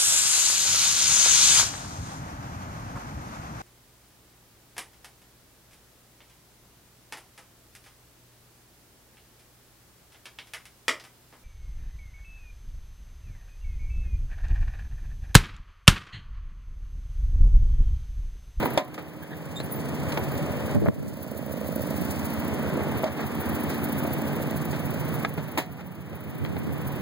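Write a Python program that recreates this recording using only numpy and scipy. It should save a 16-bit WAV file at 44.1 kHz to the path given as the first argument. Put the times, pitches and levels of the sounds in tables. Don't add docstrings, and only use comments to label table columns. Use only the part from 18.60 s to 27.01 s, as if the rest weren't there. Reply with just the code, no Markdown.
import sys
import numpy as np
from scipy import signal
from scipy.fft import rfft, irfft, next_fast_len
from scipy.io import wavfile
from scipy.ndimage import uniform_filter1d

SR = 44100
rng = np.random.default_rng(int(sys.argv[2]) if len(sys.argv) > 2 else 0)


def unload_wav(signal):
    wavfile.write(
        sys.argv[1],
        SR,
        np.round(np.clip(np.atleast_2d(signal).T, -1, 1) * 32767).astype(np.int16),
    )


N = 370881
TIME = np.arange(N) / SR
FREQ = np.maximum(np.arange(N // 2 + 1) * SR / N, 1)

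# position/cycle, level through the body/dB, level from the tailpipe/dB
EXHAUST_BEATS = [(.01, -2.5, 3), (.135, -6, -1.5), (.236, 0.5, 1), (.332, -2, -0.5), (.516, -4.5, 0.5),
                 (0.654, -3, -1.5), (0.766, -0.5, 0)]
# f/Hz, level/dB
TRIM_SPECTRUM = [(60, -54), (150, -16), (300, 6), (600, 5.5), (1000, 0.5), (1500, -3.5), (2300, 0),
                 (3800, -10), (6000, -18.5), (10000, -24.5), (15000, -28.5)]


def undb(db):
    return 10 ** (np.asarray(db) / 20)


def unit(x):
    return x / np.sqrt(np.mean(x ** 2))


def curves(table):
    times_s, *columns = np.transpose(table)
    return [np.interp(TIME, times_s, column) for column in columns]


def spectrum(points, hz):
    points_hz, db = np.transpose(points)
    return np.interp(np.log(hz), np.log(points_hz), db)


def colour(x, points, tilt_db_oct=0):
    size = 4096
    hz = np.maximum(np.arange(size // 2 + 1) * SR / size, 1)
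    gain_db = spectrum(points, hz) + tilt_db_oct * np.log2(np.maximum(hz, 150))
    cepstrum = irfft(np.log(undb(gain_db)))
    cepstrum[1:size // 2] *= 2
    cepstrum[size // 2 + 1:] = 0
    response = irfft(np.exp(rfft(cepstrum)))
    return signal.fftconvolve(x, response[None] / np.linalg.norm(response), axes=1)[:, :x.shape[1]]


def resonance(x, centre_hz, stage_width_hz):
    stage = 1 / (1 + 1j * (FREQ / centre_hz - centre_hz / FREQ) * centre_hz / stage_width_hz)
    return unit(irfft(rfft(x) * stage ** 2, N))


def even(x, squash):
    analytic = signal.hilbert(unit(x), next_fast_len(N))[:, :N]
    return unit(analytic.real / np.sqrt(1 + np.abs(squash * analytic) ** 2 / 4))


def noise(size=N):
    return rng.standard_normal((2, size))


def walk(rate_hz):
    knots = rng.standard_normal(2000)
    return np.interp(TIME * rate_hz, np.arange(len(knots)), knots)


def fade(t, t60_s):
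    return np.exp(-np.log(1000) * t / t60_s)


def arch(t, length_s):
    return np.sin(np.pi * np.minimum(t / length_s, 1))


def add(out, start_s, sound):
    i = max(int(start_s * SR), 0)
    out[:, i:i + sound.shape[1]] += sound[:, :max(N - i, 0)]


def ring(pulses, response):
    return signal.fftconvolve(pulses[None], np.atleast_2d(response), axes=1)[:, :N]


def strokes(cycle, position, scatter_db):
    hits = np.flatnonzero(np.diff(np.floor(cycle - position)) > 0)
    out = np.zeros(N)
    out[hits] = undb(scatter_db * rng.standard_normal(N // 1000)[:len(hits)])
    return out


def beats(cycle, path_t60_s=0.099, gas_gain=0.41, shift_hz=0.598):
    t, out, train = TIME[:SR // 6], np.zeros((2, N)), 0
    for position, db, _ in EXHAUST_BEATS:
        pulses = undb(db) * strokes(cycle, position, scatter_db=0.5)
        paths = rng.standard_normal((2, len(t), 4)) * fade(t, path_t60_s)[:, None]
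        blend = np.array([walk(shift_hz) for _ in range(4)])
        for i in np.flatnonzero(pulses):
            add(out, TIME[i], pulses[i] * (paths @ blend[:, i]) / np.linalg.norm(blend[:, i]))
        train = train + pulses
    return out + gas_gain * ring(train, fade(t, 0.22)) * noise()


def exhaust(cycle):
    silencer = [(35, -52), (54, -20), (80, -11), (100, -6.5), (122, 0.5), (180, 1.5), (230, 3), (275, 0.5),
                (310, -3.5), (360, -2.5), (600, -12), (1000, -18), (2500, -46)]
    return even(colour(beats(cycle), silencer), squash=1.8)


def boom(cycle, boom_hz=86, length_s=0.072, answer_db=-6):
    level_at_phone = [(0, -44), (1.0, -43), (1.7, -43), (3.0, -41), (4.8, -41), (6.3, -43), (7.3, -50.5),
                      (8.4, -44)]
    t = TIME[:SR // 4]
    burst = arch(t, length_s) ** 2 * np.sin(2 * np.pi * boom_hz * t)
    pulses = strokes(cycle, 0.086, scatter_db=0) + undb(answer_db) * strokes(cycle, 0.66, scatter_db=2.5)
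    return undb(curves(level_at_phone)[0]) * unit(ring(pulses, burst))


def cabin_drone(cycle):
    drive = beats(cycle, path_t60_s=0.42, gas_gain=0.34, shift_hz=0.594)
    return even(resonance(drive, centre_hz=144, stage_width_hz=57), squash=4.4)


def body_hum(cycle, drift_rad=0.52):
    orders = [18, 21, 31, 33, 39, 44]
    levels_db = [-0.5, 3, -3.5, -0.5, -9, 2.5]
    return unit(sum(undb(db) * np.sin(2 * np.pi * order * cycle + drift_rad * walk(3))
                    for order, db in zip(orders, levels_db)))


def tailpipe_pops(cycle, gas_gain=0.18, gas_t60_s=0.05):
    jittered = cycle + 0.003 * walk(40)
    pulses = sum(undb(db) * strokes(jittered, position, scatter_db=1.5)
                 for position, _, db in EXHAUST_BEATS)
    gas = unit(ring(pulses, fade(TIME[:SR // 8], gas_t60_s))) * noise()
    return unit(pulses) + gas_gain * gas


def clatter(cycle, points, tick_gain):
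    ticks = sum(strokes(cycle, k / 8, scatter_db=3) * undb(-3 * (k % 2)) for k in range(8))
    gate = unit(ring(ticks, fade(TIME[:SR // 8], 0.17)))
    belts_and_fan = noise() * undb(0.08 * walk(6.6))
    return unit(colour(belts_and_fan + tick_gain * gate * noise(), points))


def hiss(cycle, points, steady_gain, uneven_db=2.5, grit_db=2.5):
    puffs = [(.002, 2, 0.034), (.232, -12, 0.012), (.31, -10, 0.043), (.415, 5.5, 0.036), (.487, -2, 0.028),
             (0.762, 1, 0.035), (.82, -18, .03)]
    air, swell = noise(), 0
    for position, db, width in puffs:
        offset = (cycle - position + 0.5) % 1 - 0.5
        swell = swell + undb(db) * np.exp(-0.5 * (offset / width) ** 2)
    flicker = undb(uneven_db * walk(25) + grit_db * walk(200))
    return unit(colour(air * (steady_gain + swell * flicker), points))


def idle():
    speed = [(0.0, 7.052), (0.6, 6.939), (1.2, 6.935), (1.8, 7.02), (2.4, 7.1), (3.0, 6.66), (3.6, 7.03),
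             (4.2, 6.8), (4.8, 7.04), (5.4, 6.85), (6.0, 6.904), (6.6, 6.96), (7.2, 6.88), (7.8, 7),
             (8.4, 6.9)]
    levels = [(0, -30, -29.5, -48, -37.5, -33, -54, -41, -31.5),
              (0.6, -35, -35.5, -48.5, -45.5, -38, -45, -51, -69),
              (1.3, -30.5, -34.5, -47.5, -48, -34, -42.5, -43.5, -48),
              (2.0, -35.5, -36, -50, -48, -34, -41, -44, -43),
              (2.6, -33.5, -36, -44.5, -39, -37.5, -36.5, -37.5, -39.5),
              (2.9, -37, -35.5, -47.5, -41, -35.5, -34, -37, -40),
              (3.25, -38, -36.5, -45.5, -38.5, -34, -35.5, -35, -41),
              (3.6, -38.5, -36.5, -46, -41.5, -43, -52, -38.5, -40),
              (4.15, -32, -34.5, -53, -47, -40, -37, -39, -39.5),
              (4.8, -38, -33.5, -49, -38, -37, -59, -37.5, -38.5),
              (5.7, -35, -35, -50, -41.5, -36, -40.5, -35.5, -40),
              (6.1, -38.5, -37, -51.5, -44, -34, -46, -39.5, -42),
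              (6.6, -35.5, -35.5, -50.5, -43, -32.5, -47.5, -40.5, -49),
              (7.4, -46.5, -45.5, -63.5, -53, -43.5, -70, -53.5, -50.5),
              (8.4, -38.5, -37.5, -54.5, -44.5, -33.5, -63, -45, -43.5)]
    # f/Hz, level/dB
    hollow_putter = [(200, -35.5), (380, -9), (480, 1.5), (560, 0.5), (660, -2.5), (730, -20), (850, -32),
                     (1500, -38)]
    valve_band = [(30, -37), (100, -29), (350, 4.5), (700, 2), (1000, -1), (1400, -4.5), (1900, -5.5),
                  (2400, -7), (3100, -11), (4500, -24), (8000, -31)]
    rush_band = [(800, -8), (2300, 4.5), (3300, -3.5), (4500, 7), (6500, 0.5), (10000, 2.5), (16000, 2.5)]
    broad_hiss = [(1500, -25), (3500, -3.5), (6500, -1), (9500, 0), (12000, -18), (16000, 1.5)]
    thin_hiss = [(2000, -44), (4000, -15), (6500, -46), (9000, -4.5), (11000, 5), (12500, 0.5),
                 (14500, 10.5), (15800, 5.5)]
    cycle = np.cumsum(curves(speed)[0]) / SR + 0.0147
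    exhaust_db, clatter_db, rush_db, hiss_db, cabin_db, putter_db, throb_db, hum_db = curves(levels)
    bass = undb(exhaust_db) * exhaust(cycle) + boom(cycle)
    drone = undb(cabin_db) * cabin_drone(cycle) + undb(hum_db) * body_hum(cycle)
    pops = tailpipe_pops(cycle)
    putter = undb(putter_db) * unit(colour(pops, hollow_putter))
    throb = undb(throb_db) * resonance(pops, centre_hz=238, stage_width_hz=150)
    valves = undb(clatter_db) * clatter(cycle, valve_band, tick_gain=0.38)
    rush = clatter(cycle, rush_band, tick_gain=0.095) + hiss(cycle, broad_hiss, steady_gain=0.34)
    air = undb(hiss_db) * hiss(cycle, thin_hiss, steady_gain=0.25)
    return bass + drone + putter + throb + valves + undb(rush_db) * rush + air


def cabin_tones(waver=0.0052, flutter_db=2.5, ramp_s=0.16):
    tones = [(0, 0.95, 305, -40), (0.283, 1.148, 168.2, -41.5), (1.351, 2.475, 581, -45),
             (6.94, 7.487, 184, -43)]
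    out = np.zeros(N)
    for start_s, end_s, hz, db in tones:
        swell = np.clip(np.minimum(TIME - start_s, end_s - TIME) / ramp_s, 0, 1)
        phase = 2 * np.pi * np.cumsum(hz * (1 + waver * walk(15))) / SR
        out += undb(db - flutter_db * walk(21)) * swell * np.sqrt(2) * np.sin(phase)
    return out


def rustles(catch_db=2.0, catch_hz=180):
    rubs = [(0, .16, -34), (1.475, 0.047, -36), (2.095, 0.049, -39), (3.749, .6, -43), (4.439, .065, -31),
            (4.552, .11, -32.5), (7.17, 0.058, -40.5)]
    cloth_band = [(150, -11), (400, 4.5), (700, 6.5), (1100, 1), (2000, -0.5), (3600, -12.5), (5000, -15),
                  (9000, -25.5), (15000, -39)]
    out = np.zeros((2, N))
    for start_s, length_s, db in rubs:
        catches = undb(db + catch_db * walk(catch_hz)[:SR])
        add(out, start_s, arch(TIME[:SR], length_s) * catches * noise(SR))
    return colour(out, cloth_band)


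def knocks(reach_oct=0.23, attack_s=0.00024):
    panel_modes = [(264, -6, .18), (312, 0, 0.075), (452, 10.5, 0.066), (576, 4.5, 0.16), (641, 4.5, 0.16),
                   (737, -5.5, 0.33), (884, 5, 0.041), (967, -4.5, 0.21), (1270, -1.5, 0.059),
                   (1650, -11, 0.066), (2010, -3, 0.027), (2410, 22, 0.041), (3410, -8, 0.048)]
    # t/s, level/dB, tilt/(dB/oct), rattle t60/s, panel ring/dB, ring centre/Hz, rattle cutoff/Hz
    blows = [(0.028, -19.5, -3, 0.11, -9, 812, 15200), (.057, -17.5, -3, 0.1, -3, 910, 15000),
             (0.1753, -9.5, 3, 0.08, 4.5, 654, 15100), (0.1787, -7.5, -1, 0.15, 1.5, 940, 15000),
             (.177, -11, 3, 0.045, 2, 3800, 6850), (.342, -24, 4.5, 0.071, -13, 1400, 15000),
             (.378, -21.5, -1, 0.21, -1.5, 1300, 15000), (1.001, -20, -0.5, 0.037, -16, 1100, 15000),
             (1.521, -25, 3, 0.047, -21, 3780, 15000), (1.573, -19.5, -1, 0.054, -4.5, 880, 9000),
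             (2.156, -22.5, -7, 0.094, -1, 545, 1510), (2.218, -18, -19, .05, -3, 400, 900),
             (2.239, -18, -6, 0.023, -11, 500, 1200), (2.2596, -10.5, -3, 0.023, -5.5, 550, 1920),
             (2.267, -7, 8.5, .025, -24, 600, 1710), (2.285, -9, -0.5, 0.012, -6, 477, 2620),
             (4.155, -22.5, -9.5, 0.081, -10, 432, 3000), (4.206, -20.5, -5, .038, -21, 350, 3000),
             (4.435, -26, -3, 0.12, 4.5, 630, 15000), (4.441, -24.5, 3, 0.05, 5.5, 660, 15030),
             (4.451, -26, -9, 0.062, -1, 650, 15000), (4.474, -34, 5, .04, -5, 3500, 9000),
             (4.48, -24, -3, 0.048, -9, 700, 4000), (4.591, -22, -5, 0.056, -9, 1550, 15000),
             (4.638, -23, -5, 0.042, -15, 1201, 5000), (5.10, -36.5, 5, .29, -17, 3700, 15000),
             (5.449, -25, -4, 0.047, -7, 696, 4000), (6.129, -34, 0.5, 0.24, -10, 2300, 15000),
             (6.648, -17, -0.5, 0.05, -2, 1590, 7900), (6.777, -27, -1, 0.11, -6, 600, 15000),
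             (6.974, -20, -0.5, 0.14, -5, 2103, 14900), (6.977, -20, 11, 0.13, -18, 3700, 18400),
             (6.983, -19.5, 1.5, 0.16, 0.5, 823, 15100), (7.209, -47, -5, 0.031, 10, 2340, 15000),
             (7.8485, -23.5, -1, 0.03, -11, 2960, 5200), (7.966, -28.5, -1, 0.044, -14, 1020, 4200)]
    out, t = np.zeros((2, N)), TIME[:SR // 2]
    attack = 1 - np.exp(-t / attack_s)
    mode_hz, mode_db, mode_t60_s = np.transpose(panel_modes)[:, :, None]
    for start_s, db, tilt_db_oct, t60_s, ring_db, centre_hz, cutoff_hz in blows:
        rattle = colour(noise(len(t)) * attack * fade(t, t60_s), TRIM_SPECTRUM, tilt_db_oct)
        rattle = signal.sosfilt(signal.butter(4, cutoff_hz, fs=SR, output="sos"), rattle)
        weight = undb(mode_db) * np.exp(-0.5 * (np.log2(mode_hz / centre_hz) / reach_oct) ** 2)
        detune = 1 + 0.0202 * rng.standard_normal(mode_hz.shape)
        modes = np.sin(2 * np.pi * mode_hz * detune * t) * fade(t, mode_t60_s)
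        panels = np.sum(weight * modes, axis=0) / np.linalg.norm(weight)
        add(out, start_s, undb(db) * (rattle + undb(ring_db) * attack * panels))
    return out


def fidget(ticks_per_s=2.2, level_db=-36, scatter_db=3, t60_s=0.05):
    out, t = np.zeros((2, N)), TIME[:SR // 8]
    for slot in range(int(N / SR * ticks_per_s)):
        start_s = (slot + rng.random()) / ticks_per_s
        db = level_db + scatter_db * rng.standard_normal()
        add(out, start_s, undb(db) * noise(len(t)) * fade(t, t60_s))
    return colour(out, TRIM_SPECTRUM, tilt_db_oct=-1)


def squeaks(octave_db=-10, stutter_db=3.5):
    glides = [(0.617, 0.042, 1560, 1710, -33, 0.064), (0.701, 0.052, 1620, 1760, -33, 0.098),
              (0.956, 0.039, 3630, 3670, -28, 0.014), (0.979, 0.041, 3800, 4180, -37, 0.057),
              (1.025, 0.044, 14250, 14400, -36, .015), (1.03, .025, 10250, 10450, -38, .025),
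              (1.108, 0.033, 15000, 14600, -27, .025), (1.112, 0.044, 10400, 10450, -35, .03),
              (1.113, .025, 9050, 9200, -43, .03), (1.125, .075, 14400, 14750, -36, .02),
              (1.572, 0.037, 14400, 14350, -37, .02), (1.71, .055, 14300, 14600, -41, .02)]
    out = np.zeros((2, N))
    mic_phase_rad = np.array([[0], [np.pi / 2]])
    for start_s, length_s, start_hz, end_hz, db, roughness in glides:
        size = int(length_s * SR)
        progress = TIME[:size] / length_s
        hz = (start_hz + (end_hz - start_hz) * progress) * (1 + roughness * walk(960)[:size])
        phase = 2 * np.pi * np.cumsum(hz) / SR
        tone = np.sin(phase + mic_phase_rad)
        if end_hz < SR / 5:
            tone += undb(octave_db) * np.sin(2 * phase + mic_phase_rad)
        add(out, start_s, undb(db + stutter_db * walk(250)[:size]) * np.sin(np.pi * progress) * tone)
    return out


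def wind(common_db=-23, tilt_per_oct=0.06):
    gusts = [(2.14, 0.074, -2), (2.204, 0.066, -0.5), (2.273, 0.04, 4.5), (2.29, 0.264, -10.5),
             (3.396, 0.038, -13), (7.66, 0.64, -20.5), (7.805, 0.051, -17), (8.063, 0.028, -19)]
    buffet_band = [(40, -43), (80, -2.5), (130, -0.5), (220, -3.5), (400, -16), (800, -37), (2000, -63),
                   (6000, -78)]
    out = np.zeros((2, N))
    for start_s, length_s, db in gusts:
        across, common = colour(noise(SR), buffet_band, tilt_per_oct * db)
        pressure = np.array([across, -across]) + undb(common_db) * common
        add(out, start_s, undb(db) * arch(TIME[:SR], length_s) * pressure)
    return out


def bumps(attack_s=0.0042):
    thuds = [(2.157, 206, -14.5, 0.2), (2.216, 225, -15, 0.04), (6.776, 155, -15, 0.098),
             (6.98, 275, -16, 0.082)]
    out, t = np.zeros((2, N)), TIME[:SR // 2]
    for start_s, hz, db, t60_s in thuds:
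        envelope = (1 - np.exp(-t / attack_s)) * fade(t, t60_s)
        add(out, start_s, undb(db) * (envelope * np.sin(2 * np.pi * hz * t))[None])
    return out


def widener(x, comb_period_hz=2756, comb_power=1.35, crossover_hz=420):
    width_below_comb = [(50, 10), (90, 1), (130, 1), (170, -4.5), (250, -8.5), (500, -4), (850, -10.5),
                        (1100, -15), (1380, -22)]
    left, right = rfft(x)
    bass_share = 1 / (1 + (FREQ / crossover_hz) ** 2)
    side = np.sqrt(1 - bass_share) * (left - right) - 1j * np.sqrt(bass_share) * (left + right)
    comb = np.clip(np.abs(np.tan(np.pi * FREQ / comb_period_hz)), 0.03, 30) ** -comb_power
    width = np.where(FREQ < comb_period_hz / 2, undb(spectrum(width_below_comb, FREQ)), comb)
    mid, side = np.array([left + right, width * side]) / np.sqrt(2 + 2 * width ** 2)
    return irfft(np.array([mid + side, mid - side]), N)


def turning(x, below_hz=450):
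    bass_pan = [(0, -3.5), (2.3, -0.5), (2.8, -9), (3.6, -3.5), (5.5, -1.5), (6.2, -4.5), (7.1, -3.5),
                (8.4, -3)]
    pan_db = curves(bass_pan)[0]
    bass = irfft(rfft(x) / (1 + (FREQ / below_hz) ** 4), N)
    return x + bass * (undb(np.array([pan_db, -pan_db]) / 2) - 1)


def gain_control(x, threshold_db=-24, ratio=4, recover_db_per_s=11.0,
                 window_s=0.0039, sense_above_hz=300, attack_s=0.0035):
    sensed = signal.sosfilt(signal.butter(1, sense_above_hz, "high", fs=SR, output="sos"), x)
    power = uniform_filter1d(np.mean(sensed ** 2, axis=0), int(window_s * SR))
    over_db = 10 * np.log10(np.maximum(power / undb(threshold_db) ** 2, 1))
    recovered_db = recover_db_per_s * TIME
    cut_db = np.maximum.accumulate(over_db * (1 - 1 / ratio) + recovered_db) - recovered_db
    pole = np.exp(-1 / (attack_s * SR))
    return x * undb(-signal.lfilter([1 - pole], [1, -pole], cut_db))


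def scene():
    return idle() + cabin_tones() + rustles() + knocks() + fidget() + squeaks() + wind() + bumps()


def record(dry, top_hz=15850):
    lowpass = signal.ellip(12, 0.2, 80, top_hz, fs=SR, output="sos")
    return signal.sosfilt(lowpass, gain_control(turning(widener(dry))))


dry = scene()
out = record(dry)
unload_wav(out)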